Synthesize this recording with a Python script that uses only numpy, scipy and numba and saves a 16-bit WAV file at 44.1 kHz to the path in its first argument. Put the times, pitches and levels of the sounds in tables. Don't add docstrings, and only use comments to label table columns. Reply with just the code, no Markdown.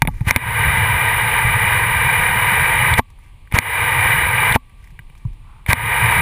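import sys
import numpy as np
from scipy import signal
from scipy.fft import rfft, irfft, next_fast_len
from scipy.io import wavfile
from numba import njit

SR = 44100
rng = np.random.default_rng(int(sys.argv[2]) if len(sys.argv) > 2 else 0)


def store_pcm(level_fs):
    pcm = np.round(np.clip(level_fs, -1, 1) * 32767).astype(np.int16)
    wavfile.write(sys.argv[1], SR, np.atleast_2d(pcm).T)


N = 273861
TIME = np.arange(N) / SR
SIZE = 2 * next_fast_len(N // 2 + 8192)
HZ = np.arange(SIZE // 2 + 1) * SR / SIZE

# opens_s, shuts_s, rise_s, opening squirt relative_db
PULLS = [(0.27, 2.997, 0.056, -19), (3.539, 4.563, 0.06, -20.5), (5.688, 6.4, 0.039, -17)]
# start_s, relative_db
CLACKS = [(2.9390, -8), (4.5244, -10.5)]
# start_s, relative_db, pitch_hz
BUMPS = [(0.021, 4.5, 144), (0.075, -3, 155), (0.208, -6, 119), (1.445, -9.5, 98), (4.921, -34.5, 130),
         (4.992, -30.5, 110), (5.1, -36, 120), (5.251, -11, 112)]
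BUMP_SWELL_S = 0.0068
# pitch_hz, relative_db, t60_s
BODY_MODES = [(249, -14, 0.061), (322, -11, 0.021), (579, -6.5, 0.0094)]


def from_db(db):
    return 10 ** (np.asarray(db) / 20)


def rms_one(x):
    return x / np.sqrt(np.mean(x ** 2) + 1e-20)


def through(x, response):
    return irfft(rfft(x, SIZE) * response, SIZE)[:N]


def noise(spectrum):
    hz, db = np.transpose(spectrum)
    colour_db = np.interp(np.log(HZ + 1), np.log(hz), db)
    return rms_one(through(rng.standard_normal(N), from_db(colour_db)))


def drift(rate_hz):
    return rms_one(through(rng.standard_normal(N), 1 / (1 + (HZ / rate_hz) ** 2)))


def bell(s, half):
    return np.exp(-((TIME - s) / half) ** 2)


def clicks(rows):
    out = np.zeros(N)
    for s, db in rows:
        at = max(0, round(s * SR))
        out[at:at + 1] += from_db(db)
    return out


def bounces(rows, length, bounce_db):
    out, age = np.zeros(N + SR), TIME[:SR // 40]
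    chances = rng.standard_normal((len(rows), len(age)))
    for (s, db), chance in zip(rows, chances):
        burst = chance * np.exp(-age / length)
        burst *= from_db(bounce_db) / np.linalg.norm(burst)
        burst[0] += 1
        at = max(0, round(s * SR))
        out[at:at + len(age)] += from_db(db) * burst
    return out[:N]


def ring_decay(t60):
    return from_db(-60 / (t60 * SR))


def ring(x, hz, t60):
    r, w = ring_decay(t60), 2 * np.pi * hz / SR
    return signal.lfilter([0, np.sin(w)], [1, -2 * r * np.cos(w), r * r], x + 1e-18)


def strike(hits, modes):
    return sum(ring(hits * from_db(db), hz, t60) for hz, db, t60 in modes)


def swing(rows, hz, swell):
    age = TIME[:SR // 4]
    envelope = (age / swell * np.exp(1 - age / swell)) ** 2
    return signal.oaconvolve(clicks(rows), envelope * np.sin(2 * np.pi * hz * age))[:N]


def drops(per_s, spread_db):
    sizes = from_db(spread_db * np.minimum(rng.exponential(1, N), 4))
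    signed = sizes * rng.choice([-1, 1], N)
    return rms_one(signed * (rng.random(N) < per_s / SR))


def bright_band(x):
    return signal.sosfilt(signal.butter(1, [2200, 9000], "band", fs=SR, output="sos"), x)


def case_response():
    # pitch_hz, width_hz, relative_db
    resonances = [(336, 95, -21.2), (483, 131, -11.7), (706, 212, -15.8), (944, 193, -1.2),
                  (1210, 123, -4.7), (1589, 220, -2.8), (1976, 357, -0.4), (2345, 210, 0.0),
                  (2914, 229, -10.4), (3214, 550, -22.0), (3734, 377, -19.0), (4632, 428, -35.9),
                  (5290, 511, -39.0), (7079, 1704, -41.6), (8300, 488, -26.2), (9059, 407, -21.8),
                  (9658, 220, -11.6), (10020, 270, -13.2), (10401, 210, -18.3), (10788, 128, -23.4),
                  (11050, 193, -22.1), (11504, 108, -37.6), (11882, 70, -37.5), (12121, 70, -36.8),
                  (12954, 264, -24.5), (13216, 114, -24.4), (13597, 215, -20.3), (13980, 299, -15.8),
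                  (14343, 227, -14.5), (14931, 315, -24.2)]
    power = sum(from_db(db) ** 2 / (1 + (2 * (HZ - hz) / width) ** 2) ** 2
                for hz, width, db in resonances)
    cepstrum = irfft(np.log(power) / 2)
    response = np.exp(rfft(2 * cepstrum[:SIZE // 2], SIZE))
    return response / np.abs(irfft(response)).max()


def yard():
    # pitch_hz, relative_db per Hz
    wash_colour = [(100, -6), (350, -6.5), (650, -10), (900, -2), (1140, -4), (1400, -22), (2300, -3),
                   (4000, -14), (6000, -29), (9500, -15), (12000, -30), (14500, -24)]
    faint_tone = rms_one(ring(rng.standard_normal(N), hz=1159, t60=.12))
    return from_db(-58.0) * noise(wash_colour) + from_db(-67.5) * faint_tone


def rustling(case):
    # centre_s, half_length_s, rustle level_db
    flurries = [(0.153, 0.12, -44.5), (3.247, 0.068, -58), (4.846, 0.079, -59), (5.19, 0.11, -64)]
    trickle_db, grains_db = -66.5, -10.5
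    rustle = rms_one(through(drops(per_s=1500, spread_db=2.5), case))
    grains = rms_one(bright_band(drops(per_s=3000, spread_db=2.5)))
    flurry = sum(from_db(db) * bell(s, half) for s, half, db in flurries)
    return np.hypot(flurry, from_db(trickle_db)) * rustle + flurry * from_db(grains_db) * grains


def claws(case):
    # start_s, dull body relative_db, bright scratch relative_db
    contacts = [(0.2078, -34, -58.5), (3.1018, -51, -48), (3.188, -49, -68), (3.474, -48.5, -69),
                (4.6955, -52, -61), (4.8413, -51, -47), (4.8735, -50, -53), (4.9048, -53, -50),
                (4.991, -35, -58), (5.099, -47, -66), (5.152, -49, -55), (5.177, -56, -47),
                (5.331, -56, -53)]
    dull = bounces([(s, db) for s, db, _ in contacts], length=0.0025, bounce_db=13)
    bright = bounces([(s, db) for s, _, db in contacts], length=0.008, bounce_db=20)
    return through(dull, case) + bright_band(bright)


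def scuff():
    # centre_s, half_length_s, level_db
    slide = (5.53, 0.11, -54.5)
    # pitch_hz, relative_db per Hz
    scuff_colour = [(200, -37), (600, -19), (900, 3.5), (1300, -1), (2400, -24), (5000, -35), (15000, -54)]
    s, half, db = slide
    unsteady = from_db(db + 2.1 * drift(rate_hz=38))
    return unsteady * np.exp(-((TIME - s) / half) ** 4) * noise(scuff_colour)


def handling():
    # pitch_hz, relative_db per Hz
    hand_colour = [(8, -22.5), (28, 3.5), (55, -3), (90, -8.5), (125, -10.5), (175, -21.5), (300, -32),
                   (600, -48.5), (4000, -120)]
    steady_db, shake_db, fade_db_per_s = -41.5, -17.5, 125.5
    shake = 0
    for s, db, _ in BUMPS:
        rise = np.clip((TIME - s) / BUMP_SWELL_S, 0, 1)
        shake = shake + rise * from_db(db + shake_db - fade_db_per_s * np.abs(TIME - s))
    return (from_db(steady_db) + shake) * noise(hand_colour)


def kicks():
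    lead_s = 0.01
    recoils = ([(opens, -2.5) for opens, *_ in PULLS]
               + [(s - lead_s, -8.5) for s, _ in CLACKS]
               + [(shuts - lead_s, -2.5) for _, shuts, *_ in PULLS])
    out = swing(recoils, hz=87.5, swell=0.0043)
    out = out + sum(swing([(s, db)], hz, BUMP_SWELL_S) for s, db, hz in BUMPS)
    return signal.sosfilt(signal.butter(1, 30, "high", fs=SR, output="sos"), out + 1e-18)


def valve():
    # start_s, relative_db, pitch_hz
    grip_knocks = [(0.021, 9, 910), (0.052, -12, 885), (0.0770, -6.5, 890), (0.0850, -6.5, 845),
                   (0.214, -27.5, 850), (3.5661, -9, 990), (5.252, -38.5, 974), (5.709, -13.5, 1150)]
    # pitch_hz, relative_db, t60_s
    column_modes = [(440, -6.5, 0.008), (680, -4, 0.0071), (860, 5, 0.019), (1060, -11.5, 0.055)]
    # pitch_hz, relative_db, t60_s
    struck_modes = [(1140, -33, .16), (11120, -15, 0.021), (12120, -34.5, 0.08), (12700, -22, 0.025)]
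    lead_s, rebound_s, rebound_db = 0.0027, 0.00429, -10.5
    seats = [shuts - lead_s for _, shuts, *_ in PULLS]
    hammer = clicks([(s, 0) for s in seats]) + clicks([(s + rebound_s, rebound_db) for s in seats])
    hammer = from_db(-4.5) * hammer
    knock = sum(ring(clicks([(s, db)]), hz, t60=0.03) for s, db, hz in grip_knocks)
    hits = from_db(-3) * hammer + clicks([(s, db) for s, db, _ in grip_knocks])
    metal = from_db(-1) * strike(hits, struck_modes)
    return strike(hammer, column_modes) + knock + metal + strike(hits, BODY_MODES)


def trigger(case):
    # start_s, contact relative_db, jolt to the gun's body relative_db
    snaps = [(0.0200, 11.5, 8.5), (0.0513, -12, 1), (0.0739, 3.5, -7), (0.3089, 14, 10.5),
             (0.3615, 20.5, 20), (3.5235, -13.5, -16), (3.5872, 14, 13), (5.6630, -16, -33),
             (5.7311, 14, 14.5)]
    # pitch_hz, relative_db, t60_s of each of two resonators in a row
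    lever_modes = [(899, -16, 0.021), (1935, -20.5, 0.0037), (2250, 0, 0.0052), (3500, -14, 0.0054),
                   (9810, -10.5, 0.0038), (13790, -12, 0.0046)]
    # pitch_hz, relative_db, t60_s
    clack_modes = [(1950, -3.5, 0.011), (3500, -3, 0.016), (3860, -11, 0.021), (8330, -2.5, 0.0065)]
    contacts = [(s, db) for s, db, _ in snaps]
    jolts = [(s, db) for s, _, db in snaps]
    hits = clicks(contacts)
    rattle = through(bounces(contacts, length=0.0047, bounce_db=11), case)
    lever = 0
    for hz, db, t60 in lever_modes:
        build_up = ring(ring(hits * from_db(db), hz, t60), hz, t60)
        lever = lever + build_up * 2 * np.e * (1 - ring_decay(t60))
    body = from_db(-4.0) * strike(clicks(jolts), BODY_MODES)
    body = body + from_db(-11) * swing(jolts, hz=105, swell=0.0042)
    clacks = strike(clicks(CLACKS), clack_modes)
    return from_db(-3) * lever + body + from_db(-14.0) * rattle + clacks


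def squirts(case):
    level = 0
    for opens, shuts, _, open_db in PULLS:
        opening = from_db(open_db) * bell(opens + 0.015, half=0.015)
        shutting = from_db(-17.5) * bell(shuts - 0.011, half=0.0093)
        leak = from_db(-43) * (bell(opens - 0.015, half=0.011) + bell(shuts, half=0.011))
        level = level + opening + shutting + leak
    sputter = from_db(2.55 * drift(rate_hz=84))
    hiss = noise([(100, -0.5), (1000, 3.5), (2500, 6.0), (5000, -10.0), (10000, -11.5), (15000, -23.5)])
    cased = rms_one(through(rng.standard_normal(N), case))
    return level * sputter * (from_db(-4.0) * hiss + from_db(2.5) * cased)


def jet(case):
    # time_s, roar relative_db, hose rumble relative_db
    first_jet = [(0.7, -15, -20.5), (0.75, -16, -18), (0.98, -16, -21.5), (1.08, -17, -24),
                 (1.32, -16.5, -24), (1.37, -16, -29), (1.46, -17.5, -20), (1.51, -16.5, -24),
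                 (2.9, -15, -22)]
    second_jet = [(3.82, -13.5, -25.5), (4.292, -15, -22.5), (4.308, -16.5, -27), (4.5, -15, -23.5)]
    third_jet = [(5.97, -14, -20.5), (6.156, -14, -20.5), (6.19, -15, -18)]
    # pitch_hz, relative_db per Hz
    hose_colour = [(10, -37.5), (25, -14), (55, -7), (90, -1), (120, 2), (160, -9), (220, -19.5),
                   (300, -43), (600, -54), (4000, -120)]
    waver_db = 0.75 * drift(rate_hz=400) + 0.49 * drift(rate_hz=3)
    turbulence = rng.standard_normal(N) * from_db(waver_db)
    roar = from_db(0.27) * rms_one(through(turbulence, case))
    rumble = noise(hose_colour) * from_db(-0.8 + 1.8 * drift(rate_hz=16))
    out = 0
    for (opens, shuts, rise, _), curve in zip(PULLS, (first_jet, second_jet, third_jet)):
        s, roar_db, rumble_db = np.transpose(curve)
        flow = np.clip((TIME - opens) / rise, 0, 1) * np.clip((shuts - TIME) / 0.0012, 0, 1)
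        roar_level = from_db(np.interp(TIME, s, roar_db))
        rumble_level = from_db(np.interp(TIME, s, rumble_db))
        out = out + flow * (roar_level * roar + rumble_level * rumble)
    falter = sum(bell(s + 0.021, half=0.017) for s, _ in CLACKS)
    return out * from_db(-6 * falter)


def scene():
    case = case_response()
    background = yard() + rustling(case) + claws(case)
    gun = scuff() + handling() + kicks() + valve() + trigger(case)
    water = squirts(case) + jet(case)
    return (background + gun + water)[None]


@njit
def gain_control(x, limit, attack, hold, release):
    gain, cut, held = np.empty_like(x), 0.0, 0.0
    for i in range(len(x)):
        gain[i] = 10 ** (-cut / 20)
        held = max(abs(x[i] * gain[i]), held * (1 - hold))
        if held > limit:
            cut += attack * 20 * np.log10(held / limit)
        cut -= cut * release
    return gain


def record(dry):
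    limit, attack_s, hold_s, release_s = 0.84, 0.0037, 0.0032, 0.12
    ahead_s = 0.0011
    top, knee, cutoff_hz = .88, 13.0, 15400
    gain = gain_control(dry[0], limit, 1 / (attack_s * SR), 1 / (hold_s * SR), 1 / (release_s * SR))
    level = dry[0] * np.interp(TIME + ahead_s, TIME, gain)
    squashed = level / (1.5 + np.abs(level / top) ** knee) ** (1 / knee)
    return through(squashed, 1 / (1 + (HZ / cutoff_hz) ** 120))[None]


dry = scene()
out = record(dry)
store_pcm(out)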